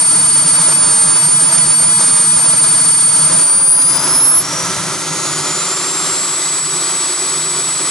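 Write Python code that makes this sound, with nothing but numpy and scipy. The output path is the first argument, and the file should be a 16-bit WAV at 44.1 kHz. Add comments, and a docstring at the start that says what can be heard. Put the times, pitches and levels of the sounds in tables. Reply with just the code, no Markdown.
"""A model jet's turbine on the tarmac beside a wall: first it holds a low speed, hunting gently.
Rotor tones at once and twice the turning rate flutter in hot, turbulent air over exhaust noise bands.
Past 3 s it spools up along an S-shaped ramp; low-passed noise rumbles briefly as fuel is added.
The exhaust changes colour with speed; the upper tone climbs past the cut-off, out of hearing.
It still drives the gain control, which pushes the exhaust down; the speed settles high."""
import sys
import numpy as np
from scipy.fft import rfft, irfft, next_fast_len
from scipy.io import wavfile
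from scipy.ndimage import uniform_filter1d, minimum_filter1d

SR = 44100
rng = np.random.default_rng(int(sys.argv[2]) if len(sys.argv) > 2 else 0)


def file_out(sig):
    """Save sig as 16-bit WAV at sys.argv[1]."""
    # one column per channel
    cols = np.atleast_2d(sig).T
    # limit, then scale
    lim = np.clip(cols, -1, 1)
    pcm = np.round(lim * 32767).astype(np.int16)
    wavfile.write(sys.argv[1], SR, pcm)


N = 348390
TIME_S = np.arange(N) / SR
SIZE = next_fast_len(N + 4096)
HZ = np.maximum(np.arange(SIZE // 2 + 1) * SR / SIZE, 1)

# All half widths are to 1/e of the bump. Levels are ahead of the gain control.
# flame rumble as fuel is added: t/s, rms level/dB
FLAME = [(0, -72), (3.4, -63), (4.05, -46), (4.35, -43), (5, -54), (6.2, -71)]
# relative exhaust spectrum at low and high speed: f/Hz, density/dB
JET_SLOW = [(25, -29), (60, -14), (100, 5), (215, -15), (440, -5), (520, -0.5), (750, -8), (1500, 0),
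            (1850, -2), (4100, -3), (4900, -1), (6200, 3), (7500, 0), (11000, -1.5)]
JET_FAST = [(25, -34), (60, -32), (100, -13), (215, -8), (450, -5), (530, -3), (700, -0.5), (1450, 2),
            (1750, -3.5), (3400, -2.5), (4400, 0.5), (6800, -1), (8400, 1), (11000, 0)]
# tailpipe and airframe resonances, on the same scale:
# f/Hz, width scale/Hz, level/dB at low, middle, high speed
PIPE = [(112, 27, 3, -5, -16), (162.4, 47, 19, 9, 7), (277.4, 51, 4, 1, -1), (313, 56, 1, 5, 2.5),
        (372.7, 65, -0.5, 4, 8.5), (508, 78, -1.5, 1, 0.5), (597, 18, 1.5, 2, -9), (656, 35, 2, -3, -23),
        (952, 278, 4.5, 2.5, -4), (1123, 125, -2.5, -5, 7), (1221, 83, 5.5, 5, 7), (1345, 60, 6, 10, 5),
        (1467, 36, 1, -15, 5), (1996, 200, -11, 0, -5.5), (4920, 230, 3, -19, -5)]
# low, middle, high speed: speed/(turns/s)
CORNER_SPEEDS = [4920, 6120, 7790]
# left-right correlation of the exhaust: f/Hz, correlation/1
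LIKENESS = [(30, 0.53), (70, 0.74), (140, 0.94), (500, 0.93), (1400, 0.92), (2700, 0.82), (4500, 0.76),
            (10000, 0.98)]
# exhaust balance: f/Hz, left minus right level/dB
BALANCE = [(140, 0.3), (1200, -1.1), (4000, -0.5), (5500, 0), (8000, 0.5), (10500, 1)]
# reflections off ground, fuselage and wall: delay/s, gain/1
ECHOES = [(.00312, .13), (.00345, .11), (.0055, .06), (.0079, .08), (.0131, .04), (.0198, .04)]
# exhaust swells and sags: t/s, half width/s, rumble change/dB, roar change/dB, hiss change/dB
SURGES = [(0.014, 0.1, -4.5, -1, -.7), (.72, 0.18, 0.5, 1, 0.5), (1.94, .09, 3.5, .3, -0.2),
          (3.062, 0.14, -1.5, -1, -1.2), (3.274, .12, 3, 0, 0), (3.5, 0.049, -11, -.5, -2.2),
          (3.717, 0.21, -3.5, 0, -3.3), (4.1, 0.12, -5, 1, -1.5), (4.298, 0.11, -3.5, 0, -3.2),
          (4.825, .12, 2, 0, -0.5), (5.484, 0.13, 1, 1, 0), (6.083, 0.077, 5, 2.5, 1),
          (7.14, 0.098, -8, -.8, -0.5)]
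# short exhaust spits: t/s, half width/s, hiss change/dB
SPITS = [(1.584, 0.0037, 7), (3.821, 0.005, 8)]
# source levels: rms level/dB at low, middle, high speed
RUMBLE_DB = (-29.5, -22.5, -26)
ROAR_DB = (-25, -15, -14.5)
HISS_DB = (-20, -10.5, -7.5)
WHINE_DB = (-28, -23, -5.5)
# direct and reflected paths adding or cancelling, whine: speed/(turns/s), half width/(turns/s), level/dB
WHINE_PATHS = [(5100, 190, 2.5), (5760, 230, 7), (6130, 140, -9), (6500, 32, 0), (6980, 60, -4),
               (7170, 80, 2.5)]
# same for the shriek: speed/(turns/s), half width/(turns/s), left level/dB, right level/dB
SHRIEK_PATHS = [(4684, 88, 3.5, 3), (4970, 70, 2.5, -15), (5050, 150, -11.5, -7.5), (5330, 57, 0, 3),
                (6430, 150, 4.5, 4)]
# shriek leaning right at low speed: t/s, half width/s, left minus right level/dB
SHRIEK_PAN = [(1.5, 0.83, -2.5)]

LOW_TURNS_PER_S, HIGH_TURNS_PER_S = 4490, 7852.5
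THROTTLE_UP_S, SPOOL_S, EASE_IN, EASE_OUT = 3.259, 3.969, 1.849, 3.386
HUNT_TURNS_PER_S, HUNT_PERIOD_S = 12, 3.1   # the governor lets the low speed swell and sink
HOLLOW_HZ, HOLLOW_WIDTH_HZ, HOLLOW_DB = 2820, 214, -4   # dip in the jet spectrum
SHRIEK_DB, SHRIEK_DB_PER_OCTAVE = -8, 14.5   # rms at LOW_TURNS_PER_S, growth with speed
SCATTER, SCATTER_DB_PER_DB = 0.076, 0.7   # scattered share; its rise per dB of path cancellation
FADE_HZ = 15   # pace of the large eddies
PORT_LAG_S = 2.3e-5   # right port after left
AGC_THRESHOLD_DB, AGC_SHARE, AGC_WINDOW_S = -9.5, .9, 0.17   # rms, share of excess removed
CUTOFF_HZ = 11020


def from_db(db):
    """Decibels to gain."""
    return 10 ** (np.asarray(db) / 20)


def rms_one(x):
    """Scale to unit rms."""
    return x / np.sqrt(np.mean(x ** 2) + 1e-20)


def in_time(rows):
    """Each column of a time table, interpolated per sample."""
    t_s, *columns = np.transpose(rows)
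    return [np.interp(TIME_S, t_s, column) for column in columns]


def in_frequency(points):
    """A spectrum per bin, interpolated over log frequency."""
    hz, value = np.transpose(points)
    return np.interp(np.log(HZ), np.log(hz), value)


def bumps(along, rows):
    """Sum of Gaussian bumps from rows of (centre, half width, heights ..): one curve per height."""
    return sum(np.outer(heights, np.exp(-((along - centre) / width) ** 2))
               for centre, width, *heights in rows)


def white():
    """Spectrum of a fresh white noise."""
    return rfft(rng.standard_normal(SIZE))


def eddies(rate_hz):
    """Turbulent wandering of unit rms, fading above the given rate."""
    return rms_one(irfft(white() / (1 + (HZ / rate_hz) ** 2), SIZE)[:N])


def flame(top_hz):
    """Combustion rumble: band-limited noise, partly different at each ear."""
    pair = white() + .5 * white() * [[1], [-1]]
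    pair = pair * HZ / (HZ + 150) / (1 + (HZ / top_hz) ** 4)
    level_db = in_time(FLAME)[0]
    return from_db(level_db) * rms_one(irfft(pair, SIZE)[:, :N])


def jet_noise(colour_db, mode_db):
    """Stereo spectrum of mixing noise plus pipe resonances, rippled by reflections."""
    hollow_db = HOLLOW_DB * np.exp(-((HZ - HOLLOW_HZ) / HOLLOW_WIDTH_HZ) ** 2)
    power = from_db(colour_db + hollow_db) ** 2
    for (hz, width_hz, *_), db in zip(PIPE, mode_db):
        offset = ((HZ - hz) / width_hz) ** 2
        power = power + from_db(db) ** 2 / (1 + 2.0 * offset + 3.0 * offset ** 2) ** 2

    alike = np.clip(in_frequency(LIKENESS), 0, .99)
    pair = np.sqrt(1 + alike) * white() + np.sqrt(1 - alike) * white() * [[1], [-1]]
    pair[1] *= np.exp(-2j * np.pi * HZ * PORT_LAG_S)
    pair *= from_db(in_frequency(BALANCE) / 2 * [[1], [-1]])

    paths = np.zeros(SIZE)
    for delay_s, gain in [(0.00014, 1)] + ECHOES:   # direct path first
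        paths[round(delay_s * SR)] = gain
    return pair * np.sqrt(power) * rfft(paths)


def exhaust(speed):
    """Rumble, roar and hiss: jet noise in three bands, crossfading in colour with rotor speed."""
    slow, fast = in_frequency(JET_SLOW), in_frequency(JET_FAST)
    colours = (slow, (slow + fast) / 2, fast)
    modes = np.transpose(PIPE)[2:]
    states = [jet_noise(colour, mode_db) for colour, mode_db in zip(colours, modes)]
    shares = [np.interp(speed, CORNER_SPEEDS, corner) for corner in np.eye(len(states))]
    rumble_db, roar_db, hiss_db = bumps(TIME_S, SURGES)
    surge = eddies(19)   # shared by all bands

    def band(low_hz, high_hz, level_db, events_db, surge_db):
        """One band, its level following speed, events and shared turbulence."""
        inside = (HZ >= low_hz) & (HZ < high_hz)
        blend = 0
        for share, state in zip(shares, states):
            blend = blend + np.sqrt(share) * rms_one(irfft(state * inside, SIZE)[:, :N])
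        speed_db = np.interp(speed, CORNER_SPEEDS, level_db)
        return blend * from_db(speed_db + events_db + surge_db * surge)

    rumble = band(15, 220, RUMBLE_DB, rumble_db, surge_db=-0.6)
    roar = band(220, 1700, ROAR_DB, roar_db, surge_db=1.12)
    hiss = band(1700, 12000, HISS_DB, hiss_db + bumps(TIME_S, SPITS), surge_db=0.8)
    return rumble + roar + hiss


def shaft_speed():
    """Turns per second: hunting gently, then gathering speed and easing into the high setting."""
    ramp = np.clip((TIME_S - THROTTLE_UP_S) / SPOOL_S, 0, 1)
    to_go = (1 - ramp ** EASE_IN) ** EASE_OUT
    low = LOW_TURNS_PER_S + HUNT_TURNS_PER_S * np.abs(np.sin(np.pi * TIME_S / HUNT_PERIOD_S))
    return HIGH_TURNS_PER_S + to_go * (low - HIGH_TURNS_PER_S)


def rotor_tone(speed, order, flutter, flutter_hz, apart, fade_db):
    """A multiple of the turning rate; eddies scatter level and phase, partly otherwise at each ear."""
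    turns = np.cumsum(speed) / SR - speed * PORT_LAG_S * np.array([[0], [1]])
    shared, own_left, own_right = (eddies(flutter_hz) + 1j * eddies(flutter_hz) for _ in range(3))
    scatter = flutter * (shared + apart * np.array([own_left, own_right]))
    # now and then a large hot eddy bends the beam away
    large = 0.7 * eddies(FADE_HZ) + .5 * np.array([eddies(FADE_HZ), eddies(FADE_HZ)])
    fade = from_db(-fade_db * np.maximum(large - .5, 0) ** 2)
    carrier = np.exp(2j * np.pi * order * turns)
    return np.sqrt(2) * fade * np.real((1 + scatter) * carrier)


def whine(speed):
    """Once-a-turn tone: louder and steadier with speed, coloured by path interference."""
    flutter = np.interp(speed, CORNER_SPEEDS, [.23, .12, .05])
    level_db = np.interp(speed, CORNER_SPEEDS, WHINE_DB) + bumps(speed, WHINE_PATHS)
    tone = rotor_tone(speed, order=1, flutter=flutter, flutter_hz=40, apart=1.0, fade_db=1.4)
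    return from_db(level_db) * tone


def shriek(speed):
    """Twice-a-turn tone, growing with speed; its scattered share rises where the paths cancel."""
    paths_db = bumps(speed, SHRIEK_PATHS)
    pan_db = bumps(TIME_S, SHRIEK_PAN) / 2 * np.array([[1], [-1]])
    growth_db = SHRIEK_DB_PER_OCTAVE * np.log2(speed / LOW_TURNS_PER_S)
    level_db = SHRIEK_DB + growth_db + pan_db + paths_db
    cancelled_db = np.minimum(paths_db.mean(axis=0), 0)
    flutter = SCATTER * from_db(-SCATTER_DB_PER_DB * cancelled_db)
    tone = rotor_tone(speed, order=2, flutter=flutter, flutter_hz=42.8, apart=1.0, fade_db=2.0)
    return from_db(level_db) * tone


def scene():
    """Exhaust and flame under the rotor's two tones."""
    speed = shaft_speed()
    return exhaust(speed) + flame(top_hz=95) + whine(speed) + shriek(speed)


def gain_control(x):
    """Cuts most of the mean power's excess over the threshold: exhaust sinks as the shriek swells."""
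    power = uniform_filter1d(np.mean(x ** 2, axis=0), max(int(AGC_WINDOW_S * SR), 1))
    excess_db = np.maximum(10 * np.log10(np.abs(power) + 1e-12) - AGC_THRESHOLD_DB, 0)
    return x * from_db(-np.clip(AGC_SHARE, 0, 1) * excess_db)


def record(dry):
    """Recorder chain: gain control, quick peak limiter, steep low-pass."""
    held = gain_control(dry)
    room = np.minimum(1, .95 / (np.abs(held).max(axis=0) + 1e-9))
    gain = uniform_filter1d(minimum_filter1d(room, size=129), size=129)
    passband = 1 / np.sqrt(1 + np.minimum(HZ / CUTOFF_HZ, 1.5) ** 700)
    return irfft(rfft(held * gain, SIZE) * passband, SIZE)[:, :N]


dry = scene()
out = record(dry)
file_out(out)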